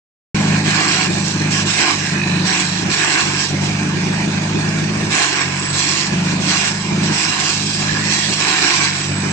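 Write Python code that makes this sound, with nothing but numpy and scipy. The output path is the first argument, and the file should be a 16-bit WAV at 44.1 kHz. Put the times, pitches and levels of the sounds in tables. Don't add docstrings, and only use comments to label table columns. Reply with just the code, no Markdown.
import sys
import numpy as np
from scipy import signal
from scipy.fft import rfft, irfft, next_fast_len
from scipy.io import wavfile
from scipy.ndimage import uniform_filter1d

SR = 44100
rng = np.random.default_rng(int(sys.argv[2]) if len(sys.argv) > 2 else 0)


def persist_wave(psi):
    counts = np.round(np.clip(psi, -1, 1) * 32767).astype(np.int16)
    wavfile.write(sys.argv[1], SR, np.atleast_2d(counts).T)


N = 411012
T = np.arange(N) / SR
HZ = np.fft.rfftfreq(1024, 1 / SR)


def gain_of(db):
    return 10 ** (np.asarray(db) / 20)


def unit_level(sound):
    return sound / np.sqrt(np.mean(sound ** 2) + 1e-20)


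def over_time(points):
    return np.interp(T, *np.transpose(points))


def over_pitch(points):
    hz, value = np.transpose(points)
    return np.interp(np.log(HZ + 1), np.log(hz + 1), value)


def resonance(hz, width_hz):
    return -20 * np.log10(1 + ((HZ - hz) / width_hz) ** 2)


def wander(rate_hz):
    hz = np.fft.rfftfreq(4096, T[-1] / 4096)
    drift = irfft(rfft(rng.standard_normal(4096)) * np.exp(-(hz / rate_hz) ** 2))
    return np.interp(T, np.linspace(0, T[-1], 4096), unit_level(drift))


def add(mix, start_s, sound):
    part = mix[..., max(round(start_s * SR), 0):][..., :sound.shape[-1]]
    part += sound[..., :part.shape[-1]]


# pitch_hz, likeness (0 to 1)
STEREO_LIKENESS = [(200, 0.82), (330, 0.7), (550, 0.053), (1200, 0.48), (2500, 0.29), (9000, 0.18)]

def radiate(noises, colour_db, balance, flicker_db, left_lead_s=0.00013):
    first, second = signal.stft(noises, nperseg=1024, noverlap=768)[2]
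    flicker = uniform_filter1d(rng.standard_normal(first.shape), size=7, axis=0)
    flicker = unit_level(uniform_filter1d(flicker, size=14, axis=1))
    colour = gain_of(colour_db[:, None] + flicker_db * np.tanh(flicker))
    likeness = over_pitch(STEREO_LIKENESS)[:, None]
    left = likeness * first + np.sqrt(1 - likeness ** 2) * second
    left = left * np.exp(2j * np.pi * HZ * left_lead_s)[:, None]
    lean = gain_of(over_pitch(balance) / 2)[:, None]
    spectra = np.array([left * lean, first / lean]) * colour
    stereo = signal.istft(spectra, nperseg=1024, noverlap=768)[1][:, :N]
    return stereo / np.sqrt(np.mean(stereo.mean(0) ** 2))


def crackle(per_s, spread_db, share):
    sizes = gain_of(spread_db * np.minimum(rng.exponential(1, N), 4))
    cracks = sizes * (rng.random(N) < per_s / SR)
    grains = unit_level(uniform_filter1d(cracks ** 2, size=24).clip(0) ** .5)
    return rng.standard_normal((2, N)) * np.sqrt(share * grains ** 2 + 1 - share)


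def repeat_each_turn(turns, noise, share, steps=600):
    patterns = rng.standard_normal((2, steps))
    loop = np.array([np.interp(turns % 1 * steps, np.arange(steps), side) for side in patterns])
    return np.sqrt(share) * unit_level(loop) + np.sqrt(1 - share) * noise


def strokes(turns, knife_db, turn_db, uneven_db, knives=3):
    angle = 2 * np.pi * turns
    surge_db = knife_db * np.sin(knives * angle) + turn_db * np.sin(angle) + uneven_db * wander(37)
    return unit_level(gain_of(surge_db))


def grip(start_s, length_s, attack_s, release_s):
    return np.clip(np.minimum((T - start_s) / attack_s, 1 - (T - start_s - length_s) / release_s), 0, 1)


# start_s, length_s, slice_db, batter_db, hum_drop_db, brake_hz_per_s
BITES = [(0.305, 0.25, -34, -29, -3, 0), (0.64, 0.08, -26.5, -22, 0.5, 0),
         (0.735, 0.29, -23.5, -21, 8, 11.5), (1.117, 0.12, -31, -46.5, 2, 2),
         (1.243, 0.047, -26.5, -44, 3.5, 2), (1.503, 0.084, -23, -26, 3.5, 11),
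         (1.651, 0.11, -22.5, -25.5, 9, 5.5), (1.765, 0.13, -22.5, -18, 15, 16),
         (1.887, 0.21, -28, -30.5, 5, 8.5), (2.447, 0.16, -23.5, -21.5, 10, 6.5),
         (2.61, 0.18, -28.5, -32, 4.5, 1.5), (2.89, 0.063, -24, -24.5, 15, 5.5),
         (2.969, 0.22, -23, -20, 15, 13.5), (3.187, 0.24, -27, -27, 4, 11),
         (3.381, 0.09, -26.5, -37.5, 8, 5), (3.603, 0.057, -31.5, -43, 0.5, 0),
         (5.1, 0.12, -22.5, -19.5, 14, 35), (5.207, 0.2, -25, -23.5, 14, 27.5),
         (5.397, 0.29, -32, -29.5, 6.5, 3.5), (5.726, 0.315, -23.5, -27, 9.5, 2.5),
         (6.23, 0.09, -33, -34, 0.5, 0), (6.403, 0.055, -27.5, -31, 1, 0), (6.464, 0.21, -22, -23, 7.5, 2),
         (6.698, 0.16, -32.5, -49, 4, 0.26), (7.022, 0.088, -29, -30.5, 0, 0),
         (7.119, 0.122, -22, -24, 13.5, 6.5), (7.27, 0.11, -25.5, -25.5, 14, 6),
         (7.388, 0.12, -22, -25, 12.5, 8), (7.525, 0.22, -26, -42, 5.5, 1.6),
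         (7.774, 0.34, -28.5, -30.5, 2.5, 1.35), (8.085, 0.15, -23, -30, 9, 2.5),
         (8.265, 0.11, -24.5, -31.5, 8, 9), (8.376, 0.21, -23, -21, 13.5, 4.5),
         (8.603, 0.11, -22, -18.5, 16, 17.5), (8.72, 0.13, -22.5, -22, 8.5, 21.5),
         (8.849, 0.2, -28, -29, 8.5, 6.5)]

def feed():
    slice_power, batter_power, choke_db, drag = np.zeros((4, N))
    for start_s, length_s, slice_db, batter_db, hum_drop_db, brake_hz_per_s in BITES:
        slice_power += gain_of(slice_db) ** 2 * grip(start_s, length_s, attack_s=.023, release_s=.06)
        batter_power += gain_of(batter_db) ** 2 * grip(start_s, length_s, attack_s=.052, release_s=.057)
        load = grip(start_s, length_s, attack_s=.08, release_s=.07)
        choke_db += hum_drop_db * load
        drag += brake_hz_per_s * load
    return np.sqrt(slice_power), np.sqrt(batter_power), choke_db, drag


def rotor_speed(drag, idle_hz=52.596, opening_hz=49.832, recover_s=.529):
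    sag_hz = signal.lfilter([1 / SR], [1, -np.exp(-1 / (SR * recover_s))], drag)
    return idle_hz - sag_hz - (idle_hz - opening_hz) * np.exp(-T / recover_s)


def shaft_tones(turns, tones, waver_db, slip, lag):
    out = np.zeros(N)
    for per_turn, level_db in tones:
        strength = gain_of(level_db + waver_db * wander(6.4))
        phase = 2 * np.pi * per_turn * turns - lag * per_turn ** 2 + slip * per_turn * wander(12)
        out += strength * np.cos(phase)
    return out


# cycles_per_turn, level_db
ROTOR_TONES = [(1, -24.5), (2, -7), (3, -1.5), (4, -3.5), (5, -15), (6, -14.5), (7, -19.5), (8, -26),
               (9, -31.5), (11, -32), (12, -26.5), (15, -30), (18, -30), (21, -24.5)]
DRIVE_TONES = [(1.566, -27), (2.563, -36), (3.565, 1), (4.565, -15.5)]
HOUSING_TONES = [(6, -8), (7, -11), (9, -23.5), (15, -15), (18, -17.5), (21, -23)]
# time_s, level_db
DRIVE_LEVELS = [(.35, -13), (.9, -6.5), (1.2, -6.5), (1.6, -15), (2.35, -4.5), (2.85, -3.5), (3.45, -17.5),
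                (4.05, -5), (5., -12), (5.6, -27.5), (6.25, -3), (7., -5.5), (8.2, -20), (8.5, -4.5),
                (8.9, -17.5), (9.3, -16)]

def hum(turns, choke_db, battering):
    rotor = gain_of(-2.5) * shaft_tones(turns, ROTOR_TONES, waver_db=1.2, slip=.0045, lag=.75)
    drive_gain = gain_of(over_time(DRIVE_LEVELS) + 1)
    drive = drive_gain * shaft_tones(turns, DRIVE_TONES, waver_db=2.76, slip=.007, lag=.442)
    growl = gain_of(-.5) * battering * shaft_tones(turns, HOUSING_TONES, waver_db=2.5, slip=.025, lag=.3)
    return gain_of(-16 - choke_db) * (rotor + drive) / np.sqrt(1 + drive_gain ** 2) + growl


def throb(drone):
    envelope = abs(signal.hilbert(drone, next_fast_len(N))[:N])
    quick, slow = uniform_filter1d(envelope, size=500), uniform_filter1d(envelope, size=4000)
    return np.clip(quick / (slow + 1e-9), .05, 3)


# pitch_hz, level_db
AIR_COLOUR = [(20, -21.5), (60, -23), (110, -8.5), (180, 5), (235, -10.5), (320, 3.5), (400, -7),
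              (500, -17), (700, -41), (1500, -64)]
RATTLE_COLOUR = [(280, -23.5), (480, -6.5), (671, -2.5), (788, -1), (1010, -0.5), (1310, -7), (1660, 1.5),
                 (2020, -4.5), (2380, 0.5), (3160, -9.5), (5810, -8.5), (8530, -15.5), (9300, -50),
                 (12100, -64.5), (20500, -120)]
# pitch_hz, left_minus_right_db
MACHINE_BALANCE = [(60, -0.5), (140, 3), (320, -1), (740, -3.5), (1720, -4.5), (3970, -8.5), (9190, -3.5)]

def roar(turns, beats, choke_db):
    air = rng.standard_normal((2, N)) * strokes(turns, knife_db=6, turn_db=3, uneven_db=3) * beats ** .43
    air = radiate(air, over_pitch(AIR_COLOUR), MACHINE_BALANCE, flicker_db=.6)
    rattle = repeat_each_turn(turns, crackle(per_s=1900, spread_db=2, share=.19), share=.083)
    rattle *= strokes(turns, knife_db=.4, turn_db=-.5, uneven_db=.6)
    rattle = radiate(rattle, over_pitch(RATTLE_COLOUR), MACHINE_BALANCE, flicker_db=3.5)
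    return gain_of(-27 - .64 * choke_db) * air + gain_of(-26.5 - .65 * choke_db) * rattle


# pitch_hz, level_db
SLICE_COLOUR = [(1650, -18), (2800, 2.5), (2900, -8.5), (3270, 1), (3570, -5), (3960, 1), (4640, -2),
                (5090, -1), (5760, 0.5), (6450, -5.5), (7650, 0.5), (8140, -7), (9600, -28), (12500, -60),
                (21100, -120)]
BATTER_COLOUR = [(140, -42), (230, -39.5), (299, 2.5), (355, -15.5), (384, -5), (457, -9), (532, -22),
                 (690, -5.5), (967, -6), (1040, 1.5), (1280, -9.5), (1670, 2.5), (1940, -3), (2340, 0),
                 (3100, -7), (4030, -31), (6820, -120)]
# pitch_hz, left_minus_right_db
CUTTING_BALANCE = [(300, -9), (1000, -3.5), (3000, -5.5), (5200, -10), (7000, -4), (9000, 1)]

def cutting(turns, slicing, battering):
    slices = crackle(per_s=2900, spread_db=0, share=.36)
    slices *= strokes(turns, knife_db=1.5, turn_db=.2, uneven_db=1.15)
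    slices = radiate(slices, over_pitch(SLICE_COLOUR), CUTTING_BALANCE, flicker_db=4)
    hits = repeat_each_turn(turns, crackle(per_s=890, spread_db=2, share=.23), share=.17)
    hits *= strokes(turns, knife_db=1.7, turn_db=-1.15, uneven_db=.04)
    hits = radiate(hits, over_pitch(BATTER_COLOUR), CUTTING_BALANCE, flicker_db=3.5)
    return gain_of(1.28) * slicing * slices + gain_of(.57) * battering * hits


# middle_s, length_s, pitch_hz, width_hz, level_db
SCRAPES = [(0.858, 0.85, 4330, 300, -32), (1.053, 1, 7370, 348, -34), (1.353, 0.5, 4180, 220, -35.5),
           (1.367, 0.27, 5970, 350, -36), (2.149, 0.54, 1780, 200, -30.5),
           (2.259, 0.33, 2521, 89.83, -27.5), (2.496, 0.84, 4050, 286, -31.5),
           (2.797, 0.72, 1780, 120, -37.5), (3.418, 0.42, 4022, 248, -38), (5.852, 0.43, 4200, 180, -32.5),
           (5.885, 0.41, 6970, 251, -32), (6.58, 0.34, 2767, 48.6, -33), (7.322, 0.13, 2762, 59.9, -27.5),
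           (7.346, .35, 1049, 130, -32), (7.736, 0.23, 4842, 350, -30.5), (7.937, 0.2, 1717, 45, -26),
           (8.13, 0.38, 1890, 140, -28.5)]

def scrapes(turns):
    out = np.zeros((2, N))
    chatter = strokes(turns, knife_db=1, turn_db=6.5, uneven_db=1)
    for middle_s, length_s, pitch_hz, width_hz, level_db in SCRAPES:
        count = round(length_s * SR)
        colour = gain_of(np.interp(np.fft.rfftfreq(count, 1 / SR), HZ, resonance(pitch_hz, width_hz)))
        squeal = unit_level(irfft(rfft(rng.standard_normal((2, count))) * colour, count))
        swell = np.sin(np.linspace(0, np.pi, count))
        add(out, middle_s - length_s / 2, gain_of(level_db) * squeal * swell)
    return out * chatter * gain_of([[-2], [5]])


# start_s, level_db, pitch_hz
SNAPS = [(1.28, -13, 6860), (3.659, -18, 3330), (4.689, -18, 5653), (5.597, -16, 7560), (7.449, -12, 5066),
         (8.612, -20, 5010)]

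def snaps(ring_s=.06, width_hz=600, count=8192):
    out = np.zeros((2, N))
    t, hz = T[:count], np.fft.rfftfreq(count, 1 / SR)
    for start_s, level_db, pitch_hz in SNAPS:
        colour = 1 / (1 + ((hz - pitch_hz) / width_hz) ** 2)
        crack = irfft(rfft(rng.standard_normal((2, count))) * colour) * gain_of(-60 * t / ring_s)
        add(out, start_s, gain_of(level_db) * crack / abs(crack).max())
    return out * gain_of([[-3], [3]])


# peak_s, level_db
BUMPS = [(4.97, -37.5), (7.91, -38)]

def bumps(rise_s=.02, cutoff_hz=110, count=8192):
    out = np.zeros((2, N))
    t, hz = T[:count], np.fft.rfftfreq(count, 1 / SR)
    swell = t / rise_s * np.exp(1 - t / rise_s)
    for peak_s, level_db in BUMPS:
        thud = unit_level(irfft(rfft(rng.standard_normal(count)) / (1 + (hz / cutoff_hz) ** 4)))
        add(out, peak_s - rise_s, gain_of(level_db) * thud * swell)
    return out


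# time_s, level_db
WHINE_LEVELS = [(5.4, -68.5), (5.55, -42), (5.67, -28.5), (5.9, -36), (6.2, -67.5), (8.75, -65), (9., -34),
                (9.3, -37.5)]

def whine(pitch_hz=7745, width_hz=60):
    noises = rng.standard_normal((2, N))
    tone = radiate(noises, resonance(pitch_hz, width_hz), MACHINE_BALANCE, flicker_db=3.5)
    return gain_of(over_time(WHINE_LEVELS)) * tone


def scene():
    slicing, battering, choke_db, drag = feed()
    turns = np.cumsum(rotor_speed(drag)) / SR
    drone = hum(turns, choke_db, battering)
    machine = drone + roar(turns, throb(drone), choke_db)
    return machine + cutting(turns, slicing, battering) + scrapes(turns) + snaps() + bumps() + whine()


def record(dry, start_s=.345, fade_s=.002, ceiling=.92, cutoff_hz=9600):
    opened = dry * np.clip((T - start_s) / fade_s, 0, 1)
    rounded = opened / (1 + (opened / ceiling) ** 8) ** (1 / 8)
    lowpass = signal.firwin(511, cutoff_hz, window=("kaiser", 10), fs=SR)
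    return signal.oaconvolve(rounded, lowpass[None], "same")


dry = scene()
out = record(dry)
persist_wave(out)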